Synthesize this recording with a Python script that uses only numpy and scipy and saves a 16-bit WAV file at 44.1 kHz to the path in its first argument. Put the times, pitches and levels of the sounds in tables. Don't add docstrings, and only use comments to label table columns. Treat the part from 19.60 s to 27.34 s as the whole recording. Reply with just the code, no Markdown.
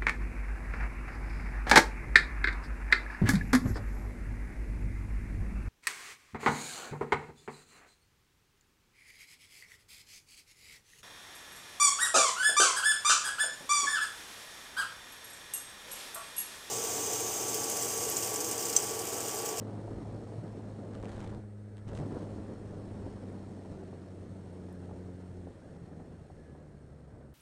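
import sys
import numpy as np
from scipy import signal
from scipy.fft import rfft, irfft
from scipy.io import wavfile
from scipy.ndimage import uniform_filter1d

SR = 44100
rng = np.random.default_rng(int(sys.argv[2]) if len(sys.argv) > 2 else 0)


def dump(signal):
    limited = np.clip(np.atleast_2d(signal).T, -1, 1)
    pcm = np.round(limited * 32767).astype(np.int16)
    wavfile.write(sys.argv[1], SR, pcm)


N = 341328
T = np.arange(N) / SR

# t/s, firings per second/Hz
FIRING_RATE = [(0, 106.1), (.6, 105.7), (1.5, 104.4), (2.5, 103.2), (3.0, 101.9), (3.6, 98.8), (4.4, 92.2),
               (4.76, 95), (4.9, 90.8), (5.4, 90.8), (5.85, 90), (6.0, 86.5), (6.25, 85), (6.33, 83.2),
               (6.8, 77.9), (7.0, 75.9), (7.1, 74), (7.5, 70.2), (7.74, 68.2)]
# t/s, strength/dB
FLUTTER_SWELLS = [(0.048, -40), (0.236, -57), (0.275, -35), (0.451, -43), (0.667, -42), (0.929, -44),
                  (1.433, -32.5), (1.717, -40), (1.836, -48), (2.603, -46), (2.762, -49), (3.101, -45),
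                  (3.301, -45), (4.046, -42), (4.174, -48), (4.327, -41), (4.727, -59), (5.082, -42),
                  (5.289, -38), (5.309, -39), (5.868, -40), (6.018, -51), (6.394, -42.5), (6.699, -45),
                  (6.948, -43.5)]
# f/Hz, relative level per Hz/dB
PORT_COLOUR = [(470, -11.5), (800, -2.5), (1470, -6), (1830, -8), (2200, -11), (4230, -16.5), (4590, -19),
               (8830, -21.5), (12500, -45), (16200, -78), (22000, -120)]


def gain_of(db):
    return 10 ** (np.asarray(db) / 20)


def evened(x):
    return x / np.sqrt(np.mean(x ** 2) + 1e-20)


def columns(rows):
    times, *rest = np.transpose(rows)
    return [np.interp(T, times, column) for column in rest]


def bump(s, length):
    return np.exp(-((T - s) / length) ** 2)


def drift(slow_hz, fast_hz):
    hz = np.fft.rfftfreq(N, 1 / SR)
    shape = hz / (hz + slow_hz) / np.sqrt(hz + slow_hz)
    shape = shape / (1 + (hz / fast_hz) ** 2)
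    return evened(irfft(rfft(rng.standard_normal(N)) * shape, N))


def colour_curve(spectrum, hz):
    f, db = np.transpose(spectrum)
    return np.interp(np.log(hz + 1), np.log(f + 1), db, -90, -90)


def noise(spectrum, patchy_db):
    hz = np.fft.rfftfreq(2048, 1 / SR)
    real, imag, patches = rng.standard_normal((N // 512 + 5, len(hz), 3)).T
    patches = uniform_filter1d(patches, size=14, axis=0)
    patches = evened(uniform_filter1d(patches, size=4, axis=1))
    level_db = colour_curve(spectrum, hz)[:, None] + patchy_db * patches
    frames = (real + 1j * imag) * gain_of(level_db)
    return evened(signal.istft(frames, nperseg=2048, noverlap=1536)[1][:N])


def port_ring(spectrum):
    cepstrum = irfft(colour_curve(spectrum, np.fft.rfftfreq(N, 1 / SR)), N)
    cepstrum = cepstrum * np.where(np.arange(N) < N // 2, 2, 0)
    cepstrum[0] /= 2
    response = gain_of(rfft(cepstrum))
    return response / np.sqrt(np.mean(abs(response) ** 2))


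def bursts(rows, length, spectrum, crack):
    age = np.arange(2048) / SR / length
    shape = np.sqrt(age) * np.exp(-age)
    puffs = rng.standard_normal((len(rows), len(age))) * shape
    puffs[:, round(length * SR)] += crack
    puffs *= np.linalg.norm(shape) / np.linalg.norm(puffs, axis=1, keepdims=True)
    out = np.zeros(N + len(age))
    for (s, db), puff in zip(rows, puffs):
        start = round(s * SR)
        out[start:start + len(age)] += gain_of(db) * puff
    return irfft(rfft(out[:N]) * port_ring(spectrum), N)


def exhaust(turns):
    # t/s, level/dB, tilt per octave of order/dB
    throttle = [(0, -44, -4), (.6, -46.5, -2.5), (1.8, -46.5, -.8), (2.2, -47, -1), (2.45, -44.5, -4),
                (3.0, -50, 4), (3.6, -47, 0), (4.3, -52, 4.5), (4.6, -49, -0.5), (4.95, -50, 3.5),
                (5.4, -47.5, 4), (5.6, -50, 2.5), (5.88, -49, 4), (5.92, -59, 1), (6.15, -57.5, 1),
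                (6.4, -57, 1), (7.0, -57, 1), (7.74, -57, 1)]
    # multiple of the firing rate, relative level/dB
    orders = [(.5, -28), (1, 0), (2, -5.5), (2.5, -24), (3, -15), (3.5, -27), (4, -17.5), (4.5, -26),
              (5, -25), (6, -32)]
    level_db, load_db = columns(throttle)
    out = np.zeros(N)
    for multiple, db in orders:
        waver_db = 0.45 * multiple * drift(2, 20)
        order_db = db + load_db * np.log2(multiple) + waver_db
        out += gain_of(order_db) * np.sin(2 * np.pi * (multiple * turns + rng.random()))
    return gain_of(level_db) * out


def overrun_burble(turns):
    # t/s, level/dB
    strength = [(0, -85), (5.9, -90), (6.0, -72), (6.15, -56), (6.35, -57), (6.6, -67), (6.85, -65),
                (7.05, -59.5), (7.3, -63.5), (7.45, -72), (7.74, -59)]
    level_db = columns(strength)[0] + 2.5 * drift(3, 12)
    return gain_of(level_db) * np.cos(2 * np.pi * 2 * turns)


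def gear_whine(turns):
    # t/s, level/dB
    strength = [(0, -95), (6.18, -95), (6.25, -82), (6.31, -76), (6.38, -88), (6.45, -82), (6.52, -95),
                (6.74, -90), (6.8, -74.5), (6.95, -75), (6.99, -82), (7.025, -75), (7.06, -90), (7.25, -79),
                (7.33, -83), (7.42, -89), (7.52, -79), (7.6, -86), (7.74, -86)]
    teeth = 22
    level_db = columns(strength)[0] + 2.0 * drift(6, 30)
    return gain_of(level_db) * np.sin(2 * np.pi * teeth * turns)


def engine():
    firing_hz = columns(FIRING_RATE)[0] * (1 + 0.0025 * drift(1.35, 18))
    turns = np.cumsum(firing_hz) / SR
    tones = exhaust(turns) + overrun_burble(turns) + gear_whine(turns)
    return np.sqrt(2) * tones


def wind():
    # t/s, buffeting body/dB, hiss over the shell/dB, low thud/dB, drumming in the shell/dB
    strength = [(0, -43.5, -69, -60, -57), (.45, -44.5, -68.5, -49, -50.5), (.65, -47, -68.5, -59, -48.5),
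                (1.25, -47.5, -70.5, -59, -54.5), (1.45, -45.5, -72.5, -50, -59),
                (1.62, -43, -80, -46.5, -53), (1.78, -46, -73.5, -50, -47), (1.86, -64, -78, -65, -76),
                (2.2, -60, -76, -64, -75), (2.245, -57, -76.5, -60, -55), (2.275, -51.5, -75, -44, -43),
                (2.31, -42, -80, -47, -43), (2.34, -43, -67, -47, -50), (2.375, -47, -62, -48, -50),
                (2.4, -39.5, -67, -48, -41.5), (2.45, -39, -67.5, -60, -46), (2.49, -44.5, -66.5, -62, -55),
                (2.55, -40, -66, -47, -60), (2.65, -43, -67.5, -52.5, -50), (3.0, -48, -70, -53, -53.5),
                (3.45, -46, -69, -52, -52), (4.06, -49.5, -70.5, -60, -58), (4.12, -46, -69, -51, -49),
                (4.18, -47.5, -70.5, -59, -55), (4.5, -52, -72, -63, -54.5), (5.28, -52, -71.5, -59, -55.5),
                (5.6, -54.5, -72.5, -62, -56.5), (5.95, -54, -73.5, -57, -56),
                (6.25, -54.5, -73.5, -61, -55), (6.33, -50.5, -75, -64, -58), (6.42, -51, -75, -62, -53),
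                (6.7, -58, -75, -59, -56.5), (7.0, -54.5, -77, -60, -57), (7.15, -57.5, -77.5, -65, -56),
                (7.4, -59, -78.5, -63, -57), (7.6, -54.5, -80, -63, -59.5), (7.74, -58, -80, -65, -59)]
    # f/Hz, relative level per Hz/dB
    thud_colour = [(8, -45), (15, -17.5), (43, -6.5), (75, -4.5), (110, -8), (200, -31.5)]
    drum_colour = [(60, -35.5), (100, -1.5), (145, 0), (200, -9), (300, -30)]
    body_colour = [(100, -17), (170, -3.5), (194, -1), (334, -4.5), (381, -6), (566, -9.5), (1070, -23),
                   (1740, -33), (2450, -45), (3500, -47.5), (4000, -48.5), (5200, -47.5), (8800, -120)]
    hiss_colour = [(880, -28), (1500, -24), (1710, -2), (2460, -6.5), (3360, -8.5), (3900, -9), (4350, -6),
                   (4650, -11), (4950, -13.5), (5400, -6.5), (5750, -12), (6500, -10.5), (7300, -13),
                   (8400, -10), (9100, -12.5), (9700, -18.5), (12500, -34), (16200, -65), (22000, -120)]

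    body_db, hiss_db, thud_db, drum_db = columns(strength)
    eddies = 2 * np.tanh(drift(2.7, 78) / 2)
    depth_db, dip_s = -6, 0.008
    dip_db = depth_db * sum(bump(s - dip_s, dip_s) for s, _ in FLUTTER_SWELLS)

    thud_db = thud_db + 2 * drift(0.99, 6.1) + 0.23 * eddies
    drum_db = drum_db + drift(1.4, 5.2) + 0.32 * eddies
    body_db = body_db + 0.6 * drift(1.9, 25) + 1.3 * drift(25, 150) + 1.2 * eddies + dip_db
    hiss_db = hiss_db + 1.2 * drift(26, 400) + 0.53 * eddies

    thud = gain_of(thud_db) * noise(thud_colour, patchy_db=0.1)
    drum = gain_of(drum_db) * noise(drum_colour, patchy_db=2.0)
    body = gain_of(body_db) * noise(body_colour, patchy_db=0.9)
    hiss = gain_of(hiss_db) * noise(hiss_colour, patchy_db=1.0)
    return thud + drum + body + hiss


def flutter_swells():
    # f/Hz, relative level per Hz/dB
    swell_colour = [(100, -37), (250, 3), (500, 1.5), (800, -0.5), (1300, -15.5), (2200, -30), (4000, -52)]
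    return bursts(FLUTTER_SWELLS, 0.0045, swell_colour, crack=0)


def side_wind_scrape():
    # t of peak/s, level/dB, rise/s, fall/s
    head_swings = [(1.36, -69, 0.027, 0.073), (1.52, -61.5, 0.093, 0.059), (1.62, -60.5, 0.057, 0.14),
                   (2.185, -69, 0.0092, 0.021), (2.285, -60.5, .012, 0.036), (2.37, -64, 0.035, 0.033)]
    envelope = sum(gain_of(db) * bump(s, np.where(T < s, rise, fall))
                   for s, db, rise, fall in head_swings)
    roughness = gain_of(4.0 * drift(40, 400))
    return envelope * roughness * noise(PORT_COLOUR, patchy_db=1.5)


def wind_snaps():
    # t/s, strength/dB
    snap_hits = [(1.335, -45), (1.3454, -46), (1.3513, -41), (1.4004, -52), (1.427, -43), (1.4464, -44),
                 (1.4547, -38.5), (1.474, -59), (1.4885, -46), (1.4929, -40), (1.498, -48), (1.508, -53),
                 (1.518, -43), (1.523, -44), (1.5296, -43), (1.54, -52), (1.564, -45), (1.5723, -52),
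                 (1.58, -44), (1.5944, -45), (1.6043, -41), (1.612, -49), (1.6326, -52), (1.638, -51),
                 (1.646, -52), (1.658, -56), (1.675, -45), (1.698, -51), (1.703, -50), (1.747, -44.5),
                 (2.1695, -46), (2.181, -47.5), (2.188, -55), (2.281, -44), (2.296, -52), (2.3326, -45),
                 (2.351, -39.5), (2.356, -51), (2.363, -46), (2.368, -45), (2.3744, -38.5), (2.388, -42),
                 (2.4, -42.5), (2.4595, -48)]
    return bursts(snap_hits, 0.00098, PORT_COLOUR, crack=4.0)


def tyres():
    # f/Hz, relative level per Hz/dB
    road_colour = [(12, -40), (40, -2.5), (150, -15), (420, -3), (620, -10), (1080, -26), (1300, -17.5),
                   (1900, -22.5), (2600, -38.5), (3500, -46), (6000, -51), (8800, -32.5), (9600, -44),
                   (12500, -52.5)]
    # t/s, extra level/dB, length/s
    car_alongside = (5.2, 1.6, .6)
    # t/s, extra level/dB, length/s
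    helmet_shade = (1.95, -1.4, 0.15)
    doublings = np.log2(columns(FIRING_RATE)[0] / 100)
    level_db = -59 + 6 * doublings + 0.25 * drift(0.7, 2.7)
    for s, extra_db, length in (car_alongside, helmet_shade):
        level_db = level_db + extra_db * bump(s, length)
    return gain_of(level_db) * noise(road_colour, patchy_db=2.0)


def squeak():
    s, db, from_hz, to_hz, length = (6.045, -67, 1540, 1700, .025)
    hz = np.interp(T, [s - length, s + length], [from_hz, to_hz])
    return gain_of(db) * bump(s, length) * np.sin(2 * np.pi * np.cumsum(hz) / SR)


def raindrop():
    s, db, hz, length = (5.1284, -53, 10800, .00013)
    return gain_of(db) * bump(s, length) * np.sin(2 * np.pi * hz * (T - s))


def scene():
    at_port = wind() + flutter_swells() + side_wind_scrape() + wind_snaps()
    return (engine() + at_port + tyres() + squeak() + raindrop())[None]


def record(dry):
    fade = np.minimum(np.minimum(T, T[::-1]) / 0.004, 1)
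    low_pass = signal.firwin(511, 12700, window=("kaiser", 9), fs=SR)
    limited = signal.oaconvolve(dry * fade, low_pass[None], "same")
    return limited + gain_of(-103) * rng.standard_normal(dry.shape)


dry = scene()
out = record(dry)
dump(out)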